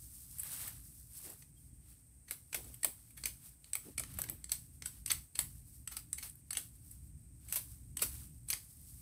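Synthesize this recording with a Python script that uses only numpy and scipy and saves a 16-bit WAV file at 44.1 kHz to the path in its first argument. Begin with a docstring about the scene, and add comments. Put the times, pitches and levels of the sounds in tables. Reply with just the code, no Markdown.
"""Leaves rustle and twigs snap over a low outdoor rumble and a thin hiss, with a far bird peeping.
Then a machete hacks thin woody stems in a thicket, a few metres from the microphone.
Its taps and cuts are decaying noise bursts that ring modes of blade and wood; torn stems crackle in clumps.
Foliage is filtered noise and ticks that swell with each movement; scuffs and thuds are dull noise swells.
Rumble and hiss are shaped noise with a faint drone; the bird is falling sine notes heard by reverberation."""
import sys
import numpy as np
from scipy import signal
from scipy.fft import rfft, irfft, next_fast_len
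from scipy.io import wavfile
from scipy.ndimage import map_coordinates

SR = 44100
rng = np.random.default_rng(int(sys.argv[2]) if len(sys.argv) > 2 else 0)


def digitize_waveform(pressure):
    """Quantize a signal to 16-bit integers and store it at the path in sys.argv[1].

    Rows of a 2-D input are taken as channels; values are limited to [-1, 1].
    """
    field = np.atleast_2d(pressure).T
    bounded = np.clip(field, -1, 1)
    quanta = np.round(bounded * 32767).astype(np.int16)
    wavfile.write(sys.argv[1], SR, quanta)


N = 397341

# The blade breaks through a stem. Each row: time of the break in seconds, crack level in dB, low wood in dB,
# high wood in dB, top treble edge in dB, decay by 60 dB in seconds, knock pitch in Hz,
# relative splintering level in dB, relative thud level in dB.
CUT_ROWS = [(2.3102, -34.5, -4.5, -7.5, 0.5, 0.013, 2000, -48, -65),
            (2.5459, -33, 1.5, -4, 3.5, 0.016, 2450, -42, -52.5),
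            (2.8469, -23.5, -9, -10.5, -0.5, 0.01, 1820, -46.5, -49),
            (3.2573, -30.5, -6.5, -7.5, -1.5, 0.02, 2460, -44, -69),
            (3.7539, -30.5, -6.5, -13, 4.5, 0.0085, 2250, -52, -60.5),
            (3.9973, -33, -14, -13, -5, 0.021, 1330, -61, -53.5),
            (4.1881, -35.5, 5.5, -19, 7.5, 0.01, 950, -47.5, -54.5),
            (4.5188, -27.5, -12, -5, -5, 0.015, 4400, -43, -80),
            (4.859, -34.5, -10.5, -10.5, -13, 0.02, 1500, -48.5, -75),
            (5.1046, -29, 9.5, 7.5, 4.5, 0.052, 3470, -44, -62),
            (5.391, -26, -5.5, -11, -6.5, 0.0092, 3500, -39.5, -60),
            (5.9685, -36, -7.5, -10, -3, 0.026, 4820, -50, -79),
            (6.2276, -47.5, 3, 3, -22, 0.017, 2220, -48, -77),
            (6.571, -30.5, -7.5, -7.5, -18, 0.017, 2940, -43, -58),
            (7.5254, -31, -4, -4, 7, 0.011, 2200, -40.5, -80),
            (7.559, -31, -2.5, -8, 7, 0.021, 4960, -39, -57.5),
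            (8.019, -36.5, -2, -8.5, -13, 0.018, 4400, -34.5, -45.5),
            (8.503, -30, -15, -10, -1.5, 0.0094, 4370, -41.5, -74.5),
            (8.5303, -34.5, -0.5, 4, -8, 0.0076, 4540, -50, -65)]


def amp(db):
    """Decibels to gain."""
    return 10 ** (np.asarray(db) / 20)


def unit(x):
    """x at rms 1."""
    return x / np.sqrt(np.mean(x ** 2) + 1e-20)


def along(points, hz):
    """(Hz, value) points read on a log frequency axis."""
    f, v = np.transpose(points)
    return np.interp(np.log(hz + 1), np.log(f + 1), v)


def wobble(rate):
    """A smooth random curve through rate random knots a second."""
    knots = rng.standard_normal(int(N * rate / SR) + 4)
    return map_coordinates(knots, [np.arange(N) * rate / SR])


def coloured(x, level):
    """x through the causal minimum-phase filter whose gain in dB is level(Hz)."""
    m = 2 * next_fast_len((len(x) + 4096) // 2)
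    gain = amp(level(np.fft.rfftfreq(m, 1 / SR)))
    cepstrum = irfft(np.log(gain + 1e-6), m)
    # folding the cepstrum onto positive time makes the filter causal
    cepstrum[1:m // 2] *= 2
    cepstrum[m // 2 + 1:] = 0
    return irfft(rfft(x, m) * np.exp(rfft(cepstrum)), m)[:len(x)]


def shaped(x, spectrum):
    """Long noise given a spectrum, at rms 1."""
    m = next_fast_len(N + SR // 4)
    gain = amp(along(spectrum, np.fft.rfftfreq(m, 1 / SR)))
    return unit(irfft(rfft(x, m) * gain, m)[:N])


def crackle(size, rate, spread_db, smooth):
    """Tiny clicks of random sign, rate a second, on a bed of smooth noise."""
    chance = rng.random(size)
    strength = np.minimum(rng.standard_exponential(size), 4)
    clicks = (chance < rate / SR) * amp(spread_db * strength) * rng.choice([-1, 1], size)
    return unit(unit(clicks) + smooth * rng.standard_normal(size))


def add(track, s, sound):
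    """Mix a sound into the track at time s in seconds."""
    start = max(0, round(s * SR))
    track[start:start + len(sound)] += sound[:max(0, N - start)]


def scattered(x, wet_db):
    """The diffuse return of x from the surrounding stems: a fresh decaying noise tail at every call."""
    # Reverberation of the thicket. Each row: frequency in Hz, decay by 60 dB in seconds.
    thicket_decay = [(200, 0.28), (2000, 0.21), (8000, 0.24), (15000, 0.26)]
    hz, t, z = signal.stft(rng.standard_normal(SR // 3), SR, nperseg=256)
    decay = amp(-60 * t / along(thicket_decay, hz)[:, None])
    onset = 1 - np.exp(-t / 0.00067)
    tail = signal.istft(z * decay * onset, SR, nperseg=256)[1]
    return amp(wet_db) * signal.fftconvolve(x, tail / np.linalg.norm(tail))


def outdoors():
    """A low noise rumble of wavering level with a faint two-partial drone, and steady thin high hiss."""
    # Slow course of the rumble. 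Each row: time in seconds, relative level in dB.
    rumble_course = [(0.0, -59.5), (0.42, -61.5), (0.57, -55), (0.92, -57.5), (1.15, -62.5), (1.68, -58),
                     (2.2, -62.5), (2.5, -63.5), (2.68, -56.0), (2.95, -63), (3.15, -55.5), (3.7, -65),
                     (4.15, -50.5), (4.5, -58.5), (5.2, -54.5), (5.3, -66), (5.45, -51), (5.65, -57.5),
                     (6.35, -58.5), (6.9, -57.5), (7.85, -55), (8.1, -50.5), (8.7, -60.5), (9.01, -56.5)]
    # Colour of the rumble noise. Each row: frequency in Hz, relative level in dB.
    rumble_spectrum = [(20, -34.5), (32, -21.5), (45, -5), (57, 5.5), (72, 1.5), (98, -3.5), (118, 0),
                       (150, -4.5), (200, -13.5), (290, -14.5), (400, -32.5), (600, -59)]
    # Colour of the hiss. Each row: frequency in Hz, relative level in dB.
    hiss_spectrum = [(200, -26), (400, -8.5), (700, -12), (1200, -18), (2400, -15), (3500, -25),
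                     (5200, -20), (7200, -14), (7900, -1.5), (8800, 7), (9800, -16.5), (15500, -38)]
    times, levels = np.transpose(rumble_course)
    rumble_db = np.interp(np.arange(N) / SR, times, levels)
    # the drone's pitch wanders around 57.5 Hz
    phase = 2 * np.pi * np.cumsum(57.5 + 2 * wobble(7)) / SR
    drone = np.sin(phase) + 0.64 * np.sin(2 * phase + wobble(15))
    waver_db = 1.0 * wobble(rate=12)
    rumble_noise = shaped(rng.standard_normal(N), rumble_spectrum)
    rumble = amp(rumble_db + waver_db - 0.3) * unit(rumble_noise + 0.34 * drone)
    return rumble + amp(-68.5) * shaped(rng.standard_normal(N), hiss_spectrum)


def bird():
    """A far bird: brief falling whistles, only their diffuse return reaching us from deep in the wood."""
    # Each row: time of the note's peak in seconds, pitch there in Hz, relative level in dB,
    # time from peak to 1/e in seconds.
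    peep_rows = [(1.569, 3220, -75, 0.0089), (1.71, 3280, -86, .025), (2.106, 3350, -86.5, 0.013)]
    fall_hz_per_s = 2700
    track, t = np.zeros(N), np.arange(-SR // 10, SR // 10) / SR
    for s, hz, db, length in peep_rows:
        tone = np.sin(2 * np.pi * (hz - fall_hz_per_s * t / 2) * t)
        note = amp(db) * np.exp(-(t / length) ** 2) * tone
        add(track, s + t[0], scattered(note, wet_db=1.0))
    return track


def swell(s, rise, fall):
    """Gain that grows smoothly to 1 at time s and then dies away."""
    damping = 1.31  # exponent of the fall; above 1 a branch comes to rest more abruptly
    t = np.arange(N) / SR - s
    distance = np.where(t < 0, (t / rise) ** 2, np.abs(t / fall) ** damping)
    return np.exp(-np.minimum(distance, 20))


def twig_ticks(rate, centre_hz, cycles, spread_db):
    """Small twigs tapping each other: decaying sine grains, each with its own brief pitch; rms 1."""
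    draws = rng.random((int(rate * N / SR), 3))  # time, pitch and strength of each tap
    t = np.arange(SR // 250)
    hz = centre_hz * 5 ** (draws[:, 1:2] - .5)
    strength = np.minimum(-np.log(1 - draws[:, 2:]), 3)
    size = np.sqrt(hz) * amp(spread_db * strength)
    phase = hz * t / SR  # in cycles
    grains = size * np.sin(2 * np.pi * phase) * np.exp(-phase / cycles)
    places = (draws[:, :1] * N).astype(int) + t
    return unit(np.bincount(places.ravel(), grains.ravel(), N)[:N])


def foliage():
    """Fine leaves brush and tick when a branch is moved or cut, while twigs scrape, tap and knock."""
    # Branches pulled, pushed or thrown aside. Each row: time at the height in seconds, relative leaf level in dB,
    # relative twig level in dB, rise in seconds.
    rustle_rows = [(0.3, -56.5, -73, 0.55), (0.54, -46, -52, 0.13), (0.65, -48.5, -52.5, 0.071),
                   (0.96, -59.5, -78.5, 0.14), (1.19, -51, -64.5, .075), (1.28, -51, -58, 0.063),
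                   (1.42, -63.5, -80, 0.074), (1.62, -69, -88, 0.065), (1.902, -64.5, -71.5, 0.075),
                   (2.68, -62, -66.5, 0.11), (3.0, -66.5, -74.5, 0.24), (3.22, -58, -66, 0.043),
                   (3.458, -57.5, -66, 0.067), (3.7, -67, -71, 0.056), (3.87, -59, -65.5, 0.065),
                   (4.11, -62.5, -64, 0.11), (4.23, -64, -60, 0.12), (4.96, -59, -65.5, 0.045),
                   (5.741, -63, -80, 0.093), (6.258, -49, -54, 0.028), (6.93, -63.5, -77.5, 0.13),
                   (7.48, -63, -69, .06), (7.73, -79.5, -76.5, 0.028), (8.159, -53, -60, 0.075),
                   (8.7, -64.5, -81, 0.21), (8.98, -60.5, -75, 0.25)]
    # Colour of the leaves. Each row: frequency in Hz, relative level in dB.
    leaf_spectrum = [(300, -71), (2500, -29.5), (5000, -11), (7200, -10), (7900, -1.5), (8700, 1),
                     (10500, -2.5), (12300, -1.5), (14000, -6.5), (15500, -4)]
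    # Colour of the scraping twigs. Each row: frequency in Hz, relative level in dB.
    twig_spectrum = [(100, -30), (400, -1.5), (900, 3.5), (2200, 4), (4500, 4.5), (7000, -4.5),
                     (12000, -48)]
    still_leaf_db, still_twig_db = -75, -93  # relative levels between movements
    shake_leaf_db, shake_twig_db = -20, -31.5  # a cut's shaking, added to its splintering column
    shake_delay_s, shake_rise_s, shake_fall_s = 0.079, 0.041, 0.15

    # a moved branch settles as slowly as it rose
    moves = [(s, leaf_db, twig_db, rise, rise) for s, leaf_db, twig_db, rise in rustle_rows]
    for s, *_, db, _ in CUT_ROWS:
        moves.append((s + shake_delay_s, db + shake_leaf_db, db + shake_twig_db, shake_rise_s, shake_fall_s))
    leaf_power, twig_power = amp(still_leaf_db) ** 2, amp(still_twig_db) ** 2
    for s, leaf_db, twig_db, rise, fall in moves:
        motion = swell(s, rise, fall) ** 2
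        leaf_power = leaf_power + amp(leaf_db) ** 2 * motion
        twig_power = twig_power + amp(twig_db) ** 2 * motion

    flutter = wobble(28)
    touches = crackle(N, rate=3000, spread_db=3.5, smooth=1.1)
    dry_leaves = amp(-9) * crackle(N, rate=110, spread_db=-1, smooth=0)  # single ticks
    leaf_gain = amp(3 + 1.8 * flutter + 0.55 * wobble(160))
    leaves = leaf_gain * shaped(touches + dry_leaves, leaf_spectrum)

    scrape = shaped(rng.standard_normal(N), twig_spectrum)
    taps = twig_ticks(rate=220, centre_hz=2690, cycles=2.2, spread_db=1.5)
    knocks = twig_ticks(rate=70, centre_hz=1700, cycles=3.1, spread_db=3)  # thicker twigs
    twigs = amp(-4.5 + 1.1 * flutter) * unit(scrape + amp(-5) * taps + amp(-8.5) * knocks)
    return np.sqrt(leaf_power) * leaves + np.sqrt(twig_power) * twigs


def scuffs():
    """Soft swells of litter underfoot, each around its own pitch; each cut's dull knock and lower shudder."""
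    # Dull scuffs of feet and thrown branches. Each row: time of the peak in seconds, level in dB,
    # time from peak to 1/e in seconds, centre in Hz.
    scuff_rows = [(1.294, -59.5, 0.047, 387), (2.596, -56.5, 0.019, 417), (2.672, -63.5, 0.054, 305),
                  (3.883, -55.5, 0.025, 290), (4.242, -63, 0.027, 330), (4.312, -57.5, 0.032, 322)]
    # A cut stem knocks, then its base shudders, at pitches shared by all cuts. Each row: delay after the cut
    # in seconds, level in dB added to the cut's thud column, time from peak to 1/e in seconds, centre in Hz.
    thud_rows = [(0.007, 1.5, 0.007, 704), (0.025, -9.5, 0.029, 359)]
    # Colour of a scuff centred on 500 Hz. Each row: frequency in Hz, relative level in dB.
    scuff_spectrum = [(90, -51), (280, -0.5), (430, 7), (560, 2), (850, -3), (1500, -14.5), (3200, -33),
                      (9000, -52)]
    track, t = np.zeros(N), np.arange(-SR // 6, SR // 6) / SR
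    thuds = [(s + delay, thud_db + db, length, hz)
             for s, *_, thud_db in CUT_ROWS for delay, db, length, hz in thud_rows]
    for s, db, length, centre_hz in scuff_rows + thuds:
        grains = crackle(len(t), rate=400, spread_db=3.5, smooth=1.0)
        litter = coloured(grains, lambda f: along(scuff_spectrum, f * 500 / centre_hz))
        add(track, s + t[0], amp(db) * unit(litter) * np.exp(-(t / length) ** 2))
    return track


def splinters():
    """The blade sweeps in through leaves; the severed stem tears in a dense, clumped crackle that dies quickly."""
    # Colour of the tearing. Each row: frequency in Hz, relative level in dB.
    tear_spectrum = [(80, -23), (300, -16.5), (900, -4.5), (2200, -0.5), (4500, -2.5), (7100, -10),
                     (7900, -2.5), (10000, 2.5), (10700, -4.5), (12000, -1), (15500, -5)]
    track, t = np.zeros(N), np.arange(-SR // 20, SR // 4) / SR
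    sweep = amp(-17.5) * np.exp(-((t + 0.0079) / 0.013) ** 2)
    rip = (1 - np.exp(-np.maximum(t, 0) / 0.0014)) * amp(-60 * t / 0.11)
    for s, _, _, wood_db, *_, db, _ in CUT_ROWS:
        body_db = -9 + 0.15 * wood_db  # woody body partly follows the stem's high wood
        clumps = amp(2 * map_coordinates(rng.standard_normal(96), [(t - t[0]) * 300]))
        grains = crackle(len(t), rate=1700, spread_db=0.0, smooth=1.0) * clumps
        body = [(3000, body_db), (7500, 0)]  # Hz, dB
        tear = unit(coloured(grains, lambda f: along(tear_spectrum, f) + along(body, f)))
        tear = amp(db + 7.5) * tear * (sweep + rip)
        add(track, s + t[0], tear)
        add(track, s + t[0], scattered(tear, wet_db=-4.5))
    return track


def resonance(f, hz, width):
    """Complex gain of one mode, 1 at its centre."""
    return 1 / (1 + 2j * (f - hz) / width)


def crack(db, low_db, high_db, edge_db, t60, knock_hz, rise):
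    """Fibres give way faster and faster, the stem breaks 10 ms in, and blade and wood ring for a moment."""
    # Colour of the bare break. Each row: frequency in Hz, relative level in dB.
    crack_spectrum = [(60, -1), (250, -3), (600, -6), (1500, -0.5), (3000, 4), (5500, 2.5), (7200, -0.5),
                      (7900, 4), (9000, 2.5), (10500, -2.5), (12000, -0.5), (15500, -1.5)]
    # Ring of blade and stems. Each row: central pitch in Hz, width in Hz, central lift in dB.
    ring_modes = [(786, 72, 1.5), (1322, 52, 3.5), (2198, 170, 6), (3275, 28, -10), (4406, 120, 9.5),
                  (6260, 220, 11), (8070, 190, 12), (9770, 380, 8.5), (11530, 1100, 10)]
    lead = SR // 100
    t = np.arange(-lead, SR // 20) / SR

    def sized(x):
        """x scaled to the energy of 5 ms at rms 1."""
        return x * np.sqrt(.005 * SR) / np.linalg.norm(x)

    life = max(t60, .003)  # seconds
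    # tough stems that fail slowly also start slowly
    envelope = amp(-60 * np.maximum(t / life, -t / (rise * life)))
    fibres = crackle(len(t), rate=5000, spread_db=1.0, smooth=0.91) * envelope
    force = fibres / np.linalg.norm(fibres)
    force[lead] += 0.2 * min(1, 0.0015 / life)  # the break's single step, weaker for a slow break
    stem = [(2400, low_db), (3600, high_db), (7100, high_db), (7700, 0), (9900, 0.0099), (12200, edge_db)]
    bare = coloured(force, lambda f: along(crack_spectrum, f) + along(stem, f))

    # every contact rings the modes at slightly new pitches and new strengths
    chance = rng.standard_normal((len(ring_modes), 2))
    modes = [(hz * (1 + .005 * a), width, lift + 2.5 * b)
             for (hz, width, lift), (a, b) in zip(ring_modes, chance)]
    # the struck stem adds its own knock, and its side twigs ring at chance pitches
    modes.append((knock_hz, 0.082 * knock_hz, 12.5))
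    modes += [(hz, 40, 3) for hz in 1000 * 15 ** rng.random(size=12)]

    def ring_db(f):
        """Lift in dB from the summed power of all modes."""
        power = sum(np.abs(amp(lift) * resonance(f, hz, width)) ** 2 for hz, width, lift in modes)
        return 10 * np.log10(1 + power)

    snap = coloured(bare, ring_db)
    # a quick clip of the blade stirs the thicket less than a slow break
    stir = min(1, life / 0.0073) ** .5
    sound = stir * scattered(sized(bare + 0.64 * snap), wet_db=-7.0)
    sound[:len(t)] += amp(0.07) * sized(snap)
    return amp(db) * sound


def cracks():
    """Blade taps, cuts and snapping twigs all crack the same way, with their own brightness and build-up."""
    # The blade meets a stem on its way in. Each row: time of the contact in seconds, crack level in dB,
    # mean wood level in dB, decay by 60 dB in seconds, knock pitch in Hz.
    tap_rows = [(2.5299, -40, -3, 0.019, 2360), (2.8329, -32.5, -9, 0.018, 1880),
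                (3.238, -38.5, -2.5, 0.017, 4450), (3.7334, -31, -9.5, 0.0088, 2410),
                (3.9804, -32.5, -5.5, 0.022, 2260), (4.4427, -41, -11.5, 0.0067, 2110),
                (4.4948, -46, -5, 0.021, 4360), (4.8226, -43, -1, 0.011, 2460),
                (5.062, -34, -12, .017, 4970), (5.3558, -39.5, -9.5, 0.042, 4360),
                (5.876, -37.5, -9.5, 0.017, 3120), (6.1306, -31.5, -13, 0.011, 6200),
                (6.5078, -34.5, -13.5, 0.016, 4450), (7.9711, -34.5, -14.5, 0.022, 3070),
                (8.487, -40.5, -13.5, .02, 4350)]
    # Side twigs and last fibres snap. Each row: time of the break in seconds, crack level in dB,
    # mean wood level in dB, top treble edge in dB, decay by 60 dB in seconds.
    snap_rows = [(0.3855, -42.5, -27, -1, 0.012), (0.3974, -34, -33, -5.5, 0.03),
                 (0.4343, -39, -16, 4, .014), (0.678, -37, -11, 4, 0.063), (1.3016, -46, -14, 3, 0.018),
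                 (1.4234, -56, 2, -6, .028), (2.2846, -51.5, -2, -2, 0.046), (2.645, -52, -15, -2, .024),
                 (2.7432, -46.5, -10, 4, 0.027), (3.1077, -56.5, -7.5, 2, 0.026),
                 (3.1773, -46, -2, 2, 0.065), (3.644, -53.5, -6.5, -17, 0.009), (4.0368, -44.5, 2, 0, .011),
                 (4.1409, -48, -14, -1, 0.041), (4.1741, -52, -8, 1, .012),
                 (4.2182, -31.5, -5, 6.5, 0.0043), (4.239, -41, -3, 3, .029),
                 (4.289, -44.5, -2, -13, 0.019), (4.2983, -34, -12, 6.5, 0.011),
                 (5.0789, -40, -7, -1, 0.058), (5.1168, -25, -10, -1, .022), (5.411, -39, -11, 7, 0.014),
                 (5.922, -41, -3.5, 3, 0.11), (6.1849, -39.5, -4.5, -1.5, 0.043),
                 (6.2978, -46, -29, -7, .026), (6.3556, -53, -15, 10, .014),
                 (6.5317, -36.5, -10, -1, 0.023), (6.5529, -43.5, 1, -6, .03),
                 (6.914, -47.5, -26, -4, 0.027), (7.487, -47.5, -12, -3, .04),
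                 (7.499, -48, -9.5, -2, 0.025), (7.994, -42, 0, 2, .03), (8.0286, -32, -12.5, -6, 0.031),
                 (8.5358, -33, -7.5, -10, 0.019)]
    tap_rise, cut_rise, snap_rise = 0.34, 0.35, 0.51  # build-up as a share of the decay time
    tilt_db = 1.23  # taps and snaps: wood stronger below 2.4 kHz and weaker from 3.6 kHz
    glance_edge_db = -9.5  # a glancing tap is dull in the top treble
    lead_s = .01  # each crack breaks this long after it begins
    track = np.zeros(N)
    for s, db, wood_db, t60, knock_hz in tap_rows:
        tap = crack(db, wood_db + tilt_db, wood_db - tilt_db, glance_edge_db, t60, knock_hz, tap_rise)
        add(track, s - lead_s, tap)
    for s, db, low_db, high_db, edge_db, t60, knock_hz, _, _ in CUT_ROWS:
        add(track, s - lead_s, crack(db, low_db, high_db, edge_db, t60, knock_hz, cut_rise))
    for s, db, wood_db, edge_db, t60 in snap_rows:
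        knock_hz = 2000 * np.exp(0.3 * rng.standard_normal())
        snap = crack(db, wood_db + tilt_db, wood_db - tilt_db, edge_db, t60, knock_hz, snap_rise)
        add(track, s - lead_s, snap)
    return track


def scene():
    """Everything as it reaches the one microphone."""
    hacking = cracks() + splinters()
    return (hacking + foliage() + scuffs() + bird() + outdoors())[None]


def record(dry):
    """The microphone's channel cuts steeply above its band limit."""
    top_hz = 15550
    m = next_fast_len(N + SR // 4)
    hz = np.fft.rfftfreq(m, 1 / SR)
    return irfft(rfft(dry, m) / np.sqrt(1 + (hz / top_hz) ** 300), m)[..., :N]


dry = scene()
out = record(dry)
digitize_waveform(out)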